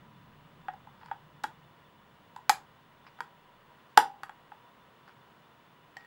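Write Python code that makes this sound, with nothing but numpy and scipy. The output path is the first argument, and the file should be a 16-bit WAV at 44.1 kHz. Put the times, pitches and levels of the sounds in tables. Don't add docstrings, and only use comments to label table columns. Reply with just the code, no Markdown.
import sys
import numpy as np
from scipy import signal
from scipy.fft import rfft, irfft, next_fast_len
from scipy.io import wavfile
from scipy.ndimage import map_coordinates

SR = 44100
rng = np.random.default_rng(int(sys.argv[2]) if len(sys.argv) > 2 else 0)


def dump_mix(stems):
    frames = np.atleast_2d(stems).T
    limited = np.clip(frames, -1, 1)
    pcm = np.round(limited * 32767).astype(np.int16)
    wavfile.write(sys.argv[1], SR, pcm)


def nominal_scale(level):
    x = np.asarray(level, float) / 20
    return 10 ** x


N = 267246


def along(points, hz):
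    point_hz, value = np.transpose(points)
    return np.interp(np.log(hz + 1), np.log(point_hz + 1), value)


def filtered(x, response):
    size = next_fast_len(len(x) + 8192)
    spectrum = rfft(x, size) * response(np.fft.rfftfreq(size, 1 / SR))
    return irfft(spectrum, size)[:len(x)]


def unit(x):
    return x / np.sqrt(np.mean(x ** 2) + 1e-20)


def wobble(rate):
    points = rng.standard_normal(int(N * rate / SR) + 4)
    return map_coordinates(points, [np.arange(N) * rate / SR])


def air():
    # pitch_hz, relative level_db (per Hz)
    rumble_colour = [(12, -41.5), (20, -4.5), (22, -17.5), (33, -26), (70, -10), (97, -10), (131, -2.5),
                     (150, 0.5), (193, -7.5), (226, -7), (256, -14), (283, -13.5), (300, -13), (390, -43),
                     (660, -120)]
    # time_s, level_db (rms)
    rumble_level = [(0, -59), (.45, -60), (1, -62), (2.3, -65), (3.5, -68), (5.2, -67.5), (6.06, -67)]
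    # pitch_hz, relative level_db (per Hz)
    hiss_colour = [(120, -34.5), (200, -6), (440, -4), (481, -4), (870, -4.5), (1020, 0), (1240, -4.5),
                   (1390, -5.5), (2370, -13.5), (2940, -13), (5710, -28.5), (12600, -35), (14500, -51.5)]
    # centre_hz, width_hz, level_db (of the part added, against the plain hiss)
    hiss_humps = [(965, 33, 2.5), (1880, 100, -5), (2940, 110, -2), (3520, 32, 9.5)]
    # pitch_hz, average level_db (rms)
    whistle_tones = [(15665, -80)]
    t = np.arange(N) / SR

    rumble = unit(filtered(rng.standard_normal(N), lambda hz: nominal_scale(along(rumble_colour, hz))))
    rumble_db = np.interp(t, *np.transpose(rumble_level)) + 0.53 * wobble(6.6)

    def humped(hz):
        humps = sum(nominal_scale(db) / (1 + (2 * (hz - centre_hz) / width_hz) ** 2)
                    for centre_hz, width_hz, db in hiss_humps)
        return nominal_scale(along(hiss_colour, hz)) * (1 + humps)

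    hiss = unit(filtered(rng.standard_normal(N), humped))
    hiss_db = -60.5 + 0.4 * wobble(5)

    whistle = sum(np.sqrt(2) * nominal_scale(db + 0.6 * wobble(12)) * np.sin(2 * np.pi * hz * t)
                  for hz, db in whistle_tones)
    return nominal_scale(rumble_db) * rumble + nominal_scale(hiss_db) * hiss + whistle


def ring(modes, scatter_db, attack):
    t = np.arange(SR // 2) / SR
    hz, db, t60 = np.transpose(modes)[:, :, None]
    db = db + scatter_db * rng.standard_normal(db.shape)
    sines = nominal_scale(db - 60 * t / t60) * np.sin(2 * np.pi * hz * t)
    x = np.sum(sines, axis=0) * (1 - np.exp(-t / attack))
    return x / np.max(np.abs(x))


def room(x):
    # pitch_hz, t60_s (time to fall by 60 dB)
    room_decay = [(200, 0.32), (850, 0.19), (2000, 0.19), (5000, 0.19), (10000, 0.16), (15000, 0.12)]
    # pitch_hz, level_db
    room_colour = [(200, -5), (900, -9.5), (1500, -10), (2500, -8.5), (5000, -11), (10000, -3.5),
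                   (15000, -8)]
    hz, t, z = signal.stft(rng.standard_normal(SR // 2), SR, nperseg=256)
    fade = nominal_scale(-60 * t / along(room_decay, hz)[:, None])
    fade /= np.sqrt(np.sum(fade ** 2, axis=1, keepdims=True))
    tail = signal.istft(z * fade, SR, nperseg=256)[1]
    tail = filtered(tail / np.linalg.norm(tail), lambda f: nominal_scale(along(room_colour, f)))
    delayed_tail = np.pad(tail, (round(0.003 * SR), 0))
    return signal.fftconvolve(x, delayed_tail)[:len(x)]


def add(track, start_s, blow):
    track[round(start_s * SR):][:len(blow)] += blow + room(blow)


def knock(hz, fade_ms):
    t = np.arange(SR // 2) / SR
    u = 1000 * t / fade_ms
    pitch_hz = hz * (1 + 0.087 * np.exp(-2.5 * u))
    phase = 2 * np.pi * np.cumsum(pitch_hz) / SR
    swell = 1 - np.exp(-t / 0.003)
    fade = np.exp(-0.6 * u - (1.1 * u) ** 5)
    x = swell * fade * np.sin(phase)
    return x / np.max(np.abs(x))


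def tick(db):
    # pitch_hz, relative level_db (per Hz)
    tick_colour = [(1200, -29), (2300, 4), (3000, 2), (4100, 4), (5000, 4.5), (6100, -4.5), (7300, -1.5),
                   (8800, -9), (11000, -8.5), (14000, -12.5), (16500, -23.5)]
    hz = np.fft.rfftfreq(2048, 1 / SR)
    brighter_db = 0.05 * (db + 20) * np.log2(1 + hz / 4000)
    cepstrum = irfft(np.log(nominal_scale(along(tick_colour, hz) + brighter_db)))
    cepstrum[1:1024] *= 2
    cepstrum[1025:] = 0
    edge = irfft(np.exp(rfft(cepstrum)))

    t = np.arange(SR // 2) / SR
    splutter = 0.15 * nominal_scale(-60 * t / 0.013) * rng.standard_normal(len(t))
    splutter[0] = 1
    x = signal.fftconvolve(splutter, edge)[:len(t)]
    return nominal_scale(db) * x / np.max(np.abs(x))


def battery():
    # start_s, knock_hz, knock_db, upper_db, tick_db (peak levels of the parts before the room)
    contacts = [(.684, 772, -27, -26, -49.5), (.737, 782, -46, -46, -57), (.872, 860, -42, -50, -64),
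                (1.013, 920, -51, -44.5, -64), (1.023, 920, -48, -49, -68), (1.032, 870, -44, -42, -77),
                (1.06, 970, -42.5, -45, -49), (1.085, 960, -46, -42, -63), (1.1137, 825, -25, -27, -53),
                (1.437, 890, -39.5, -39, -30.5), (1.4405, 836, -23.5, -20, -30),
                (2.363, 905, -33.5, -38, -42.5), (2.387, 880, -46, -56, -68), (2.4951, 803, -13, -9, -8),
                (2.499, 877, -19.5, -16.5, -15.5), (3.067, 1040, -56, -44, -63),
                (3.189, 818, -47, -42, -59.5), (3.2055, 964, -28, -22.5, -33.5),
                (3.9729, 840, -39.5, -29.5, -37), (3.9754, 835, -2, -2, -5),
                (4.2339, 816, -37.5, -25.5, -35.5), (4.2946, 834, -38, -32.5, -49),
                (4.519, 832, -39.5, -40, -65), (5.079, 854, -55.5, -43, -56), (5.094, 1016, -61, -45, -59)]
    # pitch_hz, relative level_db, t60_s (time to fall by 60 dB)
    upper_modes = [(1148, -4.5, 0.018), (1282, 0.5, 0.019), (1446, 6, 0.011), (1570, -2.5, 0.01),
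                   (1612, -19.5, 0.063), (1870, -15.5, 0.076), (2144, -13.5, 0.014), (2525, -12, 0.013),
                   (2594, -14, 0.0094), (3320, -18.5, 0.04)]
    track = np.zeros(N + SR)
    for start_s, knock_hz, knock_db, upper_db, tick_db in contacts:
        fade_ms = 4.8 + 8 * np.exp((772 - knock_hz) / 60.3)
        blow = nominal_scale(knock_db) * knock(knock_hz, fade_ms)
        blow += nominal_scale(upper_db) * ring(upper_modes, scatter_db=1.8, attack=0.0005)
        add(track, start_s, blow + tick(tick_db))
    return track[:N]


def fingers():
    # middle_s, half_length_s (until down to 1/e), level_db (rms at the middle)
    rubs = [(1.07, 0.088, -68.5), (3.076, 0.015, -58.5), (5.092, 0.033, -65.5), (6.011, 0.028, -66.5)]
    # pitch_hz, relative level_db (per Hz)
    skin_colour = [(400, -25), (900, -2), (1600, 2), (2500, 1), (3500, -13), (5000, -4.5), (8000, -47),
                   (14000, -35)]
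    t = np.arange(N) / SR
    strokes = sum(nominal_scale(db) * np.exp(-((t - middle_s) / half_length_s) ** 2)
                  for middle_s, half_length_s, db in rubs)
    slips = nominal_scale(4 * wobble(250)) * rng.standard_normal(N)
    return strokes * unit(filtered(slips, lambda hz: nominal_scale(along(skin_colour, hz))))


def bench():
    # start_s, thump_db, centre_hz (of the thump), hum_db (peak levels before the room)
    bumps = [(1.439, -47.5, 292, -51), (2.495, -48, 320, -42.5), (3.204, -50.5, 430, -63),
             (3.975, -24, 460, -18.5)]
    # pitch_hz, relative level_db, t60_s (time to fall by 60 dB)
    thump_modes = [(90, -1.5, 0.0052), (269, -2, .05), (337, -4, 0.08), (430, 0, .04), (460, -2.5, 0.073),
                   (584, 0, 0.027)]
    # pitch_hz, relative level_db, t60_s
    plate_modes = [(793, -6, 0.37), (840, -4.5, 0.36), (926, 1, 0.17), (967, -2.5, 0.26)]
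    track = np.zeros(N + SR)
    for start_s, thump_db, centre_hz, hum_db in bumps:
        near = [(hz, db - min(6 * ((hz - centre_hz) / 90) ** 2, 9), t60)
                for hz, db, t60 in thump_modes]
        thump = nominal_scale(thump_db) * ring(near, scatter_db=0.5, attack=0.0074)
        hum = nominal_scale(hum_db) * ring(plate_modes, scatter_db=0.0, attack=0.007)
        add(track, start_s, thump + hum)
    return track[:N]


def rim():
    # start_s, ring_db, tick_db (peak levels before the room)
    clinks = [(5.9683, -32, -44.5), (6.0473, -49, -66)]
    # pitch_hz, relative level_db, t60_s (time to fall by 60 dB)
    rim_modes = [(818, -4.5, 0.029), (1854, -1.5, 0.055), (1885, -16, 0.37), (3000, -16.5, 0.024),
                 (3170, -20.5, 0.1), (4600, -12.5, 0.017), (5390, -17, 0.015), (6000, -16, 0.013),
                 (7600, -21, .028), (13600, -32, .015)]
    track = np.zeros(N + SR)
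    for start_s, ring_db, tick_db in clinks:
        clink = nominal_scale(ring_db) * ring(rim_modes, scatter_db=0.0, attack=0.00023)
        add(track, start_s, clink + tick(tick_db))
    return track[:N]


def scene():
    return (air() + battery() + fingers() + bench() + rim())[None]


def band_limit(x):
    return signal.sosfilt(signal.butter(12, 16540, fs=SR, output="sos"), x)


def record(dry):
    squashed = dry / (1 + np.abs(dry / 0.99) ** 6) ** (1 / 6)
    return band_limit(squashed)


dry = scene()
out = record(dry)
dump_mix(out)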